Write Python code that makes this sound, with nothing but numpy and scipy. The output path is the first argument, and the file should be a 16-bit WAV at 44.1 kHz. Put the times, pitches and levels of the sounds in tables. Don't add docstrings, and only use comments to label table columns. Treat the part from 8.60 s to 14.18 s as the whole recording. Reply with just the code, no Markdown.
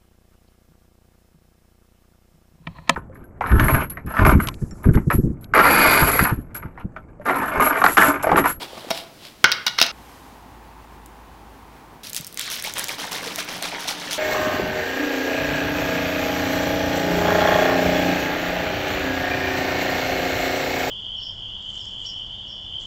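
import sys
import numpy as np
from scipy import signal
from scipy.fft import rfft, irfft
from scipy.io import wavfile

SR = 44100
rng = np.random.default_rng(int(sys.argv[2]) if len(sys.argv) > 2 else 0)


def pcm_store(signal):
    levels = np.round(np.clip(np.atleast_2d(signal), -1, 1) * 32767)
    wavfile.write(sys.argv[1], SR, levels.astype(np.int16).T)


N = 246078
T = np.arange(N) / SR

MOMENT_STARTS = (1.3155, 3.4335)

# frequency in Hz, strength in dB per Hz (only the shape counts).
AIR_COLOURS = [
    [(25, -9), (130, 0), (300, -3), (900, -10.5), (1500, -12.5), (5000, -14.5), (7000, -21), (16000, -24)],
    [(25, -23), (59, -8), (190, -12.5), (250, -9), (600, -18.5), (830, -9), (1050, -12), (1300, -19),
     (4000, -31.5), (8140, -38.5), (16000, -38)],
]
AIR_LEVELS = [-48, -45.5, -46.5]
# time in seconds, pitch in Hz, level in dB.
DRONE_PATH = [(1.32, 58.4, -54), (2.15, 53.86, -49), (3.149, 53.9, -53), (3.43, 50.8, -59)]
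# pitch in Hz, level in dB.
HUM_TONES = [(177.6, -52), (296.1, -49.5)]

# time in seconds, level in dB.
TRICKLE_LEVEL = [(1.32, -58), (1.5, -52), (1.7, -56.5), (2, -74)]
# frequency in Hz, strength in dB per Hz.
POWDER_COLOUR = [(3000, -2.5), (9900, -10), (12200, -6), (16000, -22)]

# start in seconds, peak in dB, pitch in Hz.
DESK_BUMPS = [(0.1317, -26, 544), (.17, -33, 555), (.247, -29.5, 550), (0.269, -31, 300), (.31, -25, 260),
              (1.069, -43, 224), (1.216, -32.5, 234), (3.6, -32, 156)]

# middle in seconds, level in dB,
# half length in seconds, hollow part in dB above that level.
STROKES = [(0.028, -34, 0.033, 1.5), (0.19, -44.5, 0.21, 4), (0.37, -33, 0.049, -8),
           (0.659, -42.5, 0.048, -6)]
STROKE_POWER = 1.6
# frequency in Hz, strength in dB per Hz.
SLIDE_COLOUR = [(1000, -11), (1900, -0.5), (3400, 7.5), (5000, 3), (6200, -7.5), (12000, -9), (16000, -15)]
# pitch in Hz, width in Hz, strength in dB.
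TUB_MODES = [(255, 90, -3.5), (386, 60, -5), (533, 70, -2), (668, 70, 8), (824, 79, -4)]

# start in seconds, peak of the body sound in dB, centre in Hz,
# contact time in seconds, hollow part in dB relative to the body.
BLOWS = [(.303, -10, 4700, 0.0078, 0), (0.309, -13, 3400, .008, 4), (0.842, 7, 1950, 0.0017, -16),
         (0.9163, -3.5, 4400, 0.0027, -33.5), (0.9223, -0.5, 3760, 0.00066, -45.5),
         (1.064, -1.5, 3300, 0.0065, -50), (1.0801, -3, 3400, 0.00077, -29),
         (1.179, -16.5, 2500, 0.0079, -28), (1.1858, -3, 2900, 0.0028, -38),
         (1.199, -6.5, 4120, 0.0044, -15), (1.214, 3.5, 4990, 0.001947, -10),
         (1.2255, -1, 5200, .0018, -20.5), (1.236, -9.5, 2440, 0.0056, -21),
         (1.264, -11, 4630, 0.0022, -29)]
# pitch in Hz, width in Hz, strength in dB.
LID_MODES = [(1000, 99, -5), (1340, 70, 3), (1483, 110, 13.5), (1920, 150, -1), (2178, 200, 1),
             (2880, 150, 1), (3300, 163, -1.5), (3785, 114, 5.5), (4203, 86, 0.5), (4840, 120, -2),
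             (5340, 174, 2)]
TREBLE_DB, TREBLE_DB_PER_OCTAVE = -14.5, 12.5
SPOT_DB, GRIP_SHIFT = 2.5, 0.012
RATTLE_DB, RATTLE_S = -20, 0.0099

# start in seconds, peak in dB, centre in Hz.
TICK_AND_SNAPS = [(2.4607, -29.5, 8550), (3.491, -27, 9000), (3.497, -21, 9000), (3.5014, -20, 7000),
                  (3.532, -16.5, 7000), (3.547, -13.5, 6500), (3.555, -18, 6500), (3.5644, -10.5, 6600),
                  (3.5654, -11.5, 6000), (3.578, -18, 6330), (3.61, -20, 8000), (3.6463, -20.5, 7540),
                  (3.668, -18, 11300), (3.673, -21.5, 11900), (3.678, -28, 5500), (3.7266, -23, 8400),
                  (3.7439, -20.5, 9850), (3.774, -14, 4000), (3.7945, -8.5, 6530), (3.813, -14, 4470),
                  (3.9015, -14, 7200), (3.9575, -18, 8500), (4.0242, -13, 9450), (4.041, -13, 8100),
                  (4.138, -14.5, 9500), (4.1827, -12, 5000), (4.1881, -13.5, 11200), (4.195, -9, 11700),
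                  (4.242, -10.5, 8600), (4.2733, -19, 3800), (4.284, -14, 4200), (4.2912, -17, 6500),
                  (4.5202, -15.5, 9000), (4.53, -16.5, 3000), (4.7593, -11.5, 7000), (4.828, -20, 3500),
                  (5.0252, -12, 4130), (5.2826, -13, 3520), (5.5106, -13, 2900)]
SMALL_SNAP_TIMES = (3.78, 5.0)
SMALL_SNAP_DB, SMALL_SNAP_HZ, SMALL_SNAP_COUNT = (-31, -25.5), (4997, 13500), 60
SNAP_OCTAVES, SNAP_OCTAVES_PER_DB = 0.85, 0.02

# start in seconds, peak in dB, starting pitch in Hz.
BIG_BUBBLES = [(4.0475, -20, 2130), (4.073, -28, 804), (4.2935, -18.5, 2250), (4.44, -28.5, 828),
               (4.665, -29, 447), (4.782, -27.5, 640), (5.02, -27.5, 647), (5.13, -28, 856),
               (5.252, -30, 690), (5.279, -28.5, 960), (5.311, -26, 816)]

# start in seconds, level in dB, length in seconds, brightness in dB.
RUSTLES_AND_LANDINGS = [(3.423, -42.5, 0.063, 12), (3.554, -38.5, 0.037, 11.5), (3.779, -28, 0.094, -8.5),
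                        (3.853, -30.5, 0.15, -14), (3.904, -41.5, 0.059, 19), (3.979, -35.5, 0.032, 4),
                        (4.034, -30, 0.067, 1.5), (4.15, -31, 0.1, 1), (4.28, -32.5, 0.07, 1.5),
                        (4.378, -33, 0.11, -1), (4.508, -31.5, 0.09, 3), (4.615, -34, 0.13, 0),
                        (4.777, -27.5, 0.043, 3), (4.873, -34, 0.13, -3), (5.021, -29, 0.074, -2),
                        (5.11, -35, 0.073, -16), (5.187, -35.5, 0.075, 2.5), (5.272, -25.5, 0.055, 2),
                        (5.394, -39.5, 0.093, -2), (5.505, -30, 0.071, 5.5)]
RISE_S, FALL_POWER = 0.006, 3.1
# time in seconds, level in dB before the split into parts.
RUNNING_LIQUID = [(3.44, -50), (3.77, -66), (3.8, -53), (5.58, -34)]
# time in seconds, dB relative to a landing's level.
GURGLE_OVER_TIME = [(3.5, -56), (3.8, -28), (4.05, -8), (4.6, -2), (5.5, -15.5)]
SPRAY_DB, GURGLE_PER_BRIGHT = -5, -0.51
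# frequency in Hz, strength in dB per Hz.
FROTH_COLOUR = [(1000, -8.5), (1400, 1), (2000, 2.5), (2600, -5), (3500, -3), (4300, -9), (5400, -7.5),
                (6200, -17), (8000, -16.5)]
GURGLE_COLOUR = [(140, -8), (350, -6.5), (650, -2.5), (900, -0.5), (1300, -13)]
SPRAY_COLOUR = [(300, -22), (3000, -4.5), (5800, -1), (7600, -12), (10000, -6), (16000, -14)]

# frequency in Hz, seconds to fall by 60 dB.
ECHO_TIMES = [(300, 0.73), (3000, 0.492), (8000, 0.24), (16000, 0.15)]
TURNS_PER_S = 7.0
EDGE_HZ = 15900


def gain_of(db):
    return 10 ** (np.asarray(db) / 20)


def evened(x):
    return x / np.sqrt(np.mean(x ** 2) + 1e-20)


def peaked(x, db):
    return gain_of(db) * x / (abs(x).max() + 1e-12)


def read(points, hz):
    f, value = np.transpose(points)
    return np.interp(np.log(hz + 1), np.log(f + 1), value)


def level(rows, column):
    rows = np.array(rows)
    return gain_of(np.interp(T, rows[:, 0], rows[:, column], -200, -200))


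def add(mix, s, sound):
    part = mix[round(s * SR):][:len(sound)]
    part += sound[:len(part)]


def coloured(x, points):
    hz = np.fft.rfftfreq(len(x), 1 / SR)
    return evened(irfft(rfft(x) * gain_of(read(points, hz)), len(x)))


def gritty(per_s, spread_db):
    sizes = np.minimum(rng.exponential(1, N // 4), 5)
    loudness = np.interp(T * per_s, np.arange(N // 4), sizes)
    return rng.standard_normal(N) * gain_of(spread_db * loudness)


def ringing(x, modes):
    out = np.zeros(len(x))
    for hz, width, db in modes:
        r = np.exp(-np.pi * width / SR)
        feedback = [1, -2 * r * np.cos(2 * np.pi * hz / SR), r * r]
        out += gain_of(db) * signal.lfilter([1 - r, 0, r - 1], feedback, x)
    return out


def bubbles(flow, points, per_s, cycles, spread_db, count):
    out = np.zeros(N)
    for hz in np.geomspace(points[0][0], points[-1][0], count):
        u = np.arange(int(3 * cycles / hz * SR)) / SR * hz / cycles
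        tone = np.sin(2 * np.pi * cycles * (u + 0.088 * u * u))
        blip = tone * (1 - np.exp(-8.0 * u)) * np.exp(-2.2 * u)
        born, size = rng.random(N), rng.exponential(1, N)
        train = (born < per_s / count / SR) * gain_of(spread_db * np.minimum(size, 4))
        out += signal.oaconvolve(train, gain_of(read(points, hz)) * hz * blip)[:N]
    return flow * evened(out)


def hush():
    moment = np.searchsorted(MOMENT_STARTS, T)
    colours = AIR_COLOURS + AIR_COLOURS[:1]
    airs = [gain_of(db) * coloured(gritty(18.0, 0.79), colour) for colour, db in zip(colours, AIR_LEVELS)]

    s, hz, _ = np.transpose(DRONE_PATH)
    drone_turns = np.cumsum(np.interp(T, s, hz)) / SR
    drone = np.sqrt(2) * level(DRONE_PATH, 2) * np.sin(2 * np.pi * drone_turns)

    hum = np.zeros(N)
    for hz, db in HUM_TONES:
        hum += np.sqrt(2) * gain_of(db) * np.sin(2 * np.pi * (hz * T + rng.random()))
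    hum_fade = np.clip((T - 3.9) / 0.82, 0, 1)
    return np.choose(moment, airs) + drone + hum * hum_fade


def trickle():
    return level(TRICKLE_LEVEL, 1) * coloured(gritty(540.0, 1.1), POWDER_COLOUR)


def thuds():
    out, t = np.zeros(N), np.arange(2500) / SR
    for s, db, hz in DESK_BUMPS:
        bump = np.sin(2 * np.pi * hz * t) * hz * t * np.exp(-1.6 * hz * t)
        add(out, s, peaked(bump, db))
    return out


def handling():
    slide, hollow = np.zeros((2, N))
    for s, db, half_s, hollow_db in STROKES:
        stroke = gain_of(db) * np.exp(-abs((T - s) / half_s) ** STROKE_POWER)
        slide = np.hypot(slide, stroke)
        hollow = np.hypot(hollow, gain_of(hollow_db) * stroke)
    held = [(hz, 3.0 * width, 0.5 * db) for hz, width, db in TUB_MODES]
    sliding = slide * coloured(gritty(460.0, 2.3), SLIDE_COLOUR)
    return sliding + hollow * evened(ringing(gritty(90.0, 3.0), held))


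def knocks():
    out, t = np.zeros(N), np.arange(10000) / SR
    dull = signal.butter(10, 5950, fs=SR, output="sos")
    bright = signal.butter(3, 6500, "high", fs=SR, output="sos")
    for s, db, hz, contact_s, hollow_db in BLOWS:
        u = t / contact_s
        contact = rng.standard_normal(len(t)) * (1 - np.exp(-2.5 * u)) * np.exp(-u)
        chatter_db = 3.0 * np.repeat(rng.standard_normal(len(t) // 50), 50)
        chatter = rng.standard_normal(len(t)) * gain_of(chatter_db)
        rattle = gain_of(RATTLE_DB) * chatter * np.minimum(u, 1) * np.exp(-t / RATTLE_S)
        push = np.linalg.norm(contact) * (np.arange(len(t)) == round(0.5 * contact_s * SR))
        strike = contact + 0.58 * push + rattle

        near = []
        for f, width, mode_db in LID_MODES:
            shift, spot = rng.standard_normal(2)
            near_db = mode_db + SPOT_DB * spot - 7.7 * np.log2(f / hz) ** 2
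            near.append((f * (1 + GRIP_SHIFT * shift), width, near_db))
        lid = peaked(ringing(strike, near), 0.56)
        crack = peaked(ringing(strike, [(hz, 0.8 * hz, 0)]), -2.1)
        body = signal.sosfilt(dull, lid + crack)
        tub = ringing(push + 0.22 * strike, TUB_MODES)
        treble = signal.sosfilt(bright, contact * np.exp(-u))
        treble_db = TREBLE_DB + TREBLE_DB_PER_OCTAVE * np.log2(hz / 3500)
        add(out, s, peaked(body, db) + peaked(tub, db + hollow_db) + peaked(treble, db + treble_db))
    return out


def scattered(ranges, count):
    low, high = np.transpose(ranges)
    return list(low + (high - low) * rng.random((count, len(ranges))))


def crackles():
    out, t = np.zeros(N), np.arange(300) / SR
    small_snaps = scattered([SMALL_SNAP_TIMES, SMALL_SNAP_DB, SMALL_SNAP_HZ], SMALL_SNAP_COUNT)
    for s, db, hz in list(TICK_AND_SNAPS) + small_snaps:
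        snap = rng.standard_normal(len(t)) * (1 - np.exp(-t / 0.00005)) * np.exp(-t / 0.00081)
        half_octaves = SNAP_OCTAVES + SNAP_OCTAVES_PER_DB * (db + 31.5)
        edges = np.clip(hz * 2 ** (np.array([-1, 1]) * half_octaves), 500, 20000)
        band = signal.butter(2, edges, "band", fs=SR, output="sos")
        add(out, s, peaked(signal.sosfilt(band, snap), db))
    return out


def plops():
    out, t = np.zeros(N), np.arange(2500) / SR
    for s, db, hz in BIG_BUBBLES:
        u = t * hz / 4.3
        plop = np.sin(2 * np.pi * hz * t * (1 + 0.027 * u)) * u * np.exp(-2 * u)
        add(out, s, peaked(plop, db))
    return out


def sloshing():
    running_db = [[-3.0], [-3.0], [-5.0], [-11.0]]
    power = (level(RUNNING_LIQUID, 1) * gain_of(running_db)) ** 2
    for s, db, length_s, bright_db in RUSTLES_AND_LANDINGS:
        t = np.maximum(T - s, 0)
        swell = (1 - np.exp(-t / RISE_S)) * np.exp(-(t / length_s) ** FALL_POWER)
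        gurgle_db = np.interp(s, *np.transpose(GURGLE_OVER_TIME)) + GURGLE_PER_BRIGHT * bright_db
        spray_db = SPRAY_DB + bright_db
        parts_db = np.array([[0.5 * gurgle_db], [0.26 * spray_db], [gurgle_db], [spray_db]])
        power += (swell * gain_of(db + parts_db)) ** 2
    coarse, fine, gurgle, spray = np.sqrt(power)
    froth = bubbles(coarse, FROTH_COLOUR[:4], per_s=800.0, cycles=4.36, spread_db=3.6, count=20)
    froth += bubbles(fine, FROTH_COLOUR[3:], per_s=1600.0, cycles=6.2, spread_db=2.63, count=24)
    gurgling = bubbles(gurgle, GURGLE_COLOUR, per_s=900.0, cycles=4.7, spread_db=1.9, count=28)
    return froth + gurgling + spray * coloured(gritty(700.0, 3.85), SPRAY_COLOUR)


def room(x):
    out = np.zeros(N)
    for k in range(3):
        taps = np.zeros(SR // 2)
        at = np.arange(160, len(taps) - 20, 20)
        taps[at + rng.integers(0, 20, len(at))] = rng.choice([-1.0, 1.0], len(at))
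        hz, t, bands = signal.stft(taps, SR, nperseg=256)
        fading = gain_of(-60 * t / read(ECHO_TIMES, hz)[:, None])
        tail = signal.istft(bands * fading, SR, nperseg=256)[1]
        turn = np.sqrt(2 / 3) * np.cos(2 * np.pi * (TURNS_PER_S * T + k / 3))
        out += signal.fftconvolve(turn * x, tail / np.linalg.norm(tail))[:N]
    return out


def scene():
    blows = knocks()
    tub = (handling() + blows + gain_of(-12.0) * room(blows)) * (T < MOMENT_STARTS[0])
    bottle = crackles() + plops() + sloshing() * (T > MOMENT_STARTS[1])
    bottle_in_room = bottle + gain_of(-10.5) * room(bottle)
    return (hush() + trickle() + thuds() + tub + bottle_in_room)[None]


def record(dry):
    clipped = np.clip(dry, -1, 1)
    low_pass = signal.firwin(401, EDGE_HZ, window=("kaiser", 7), fs=SR)
    return signal.oaconvolve(clipped, low_pass[None], "same")


dry = scene()
out = record(dry)
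pcm_store(out)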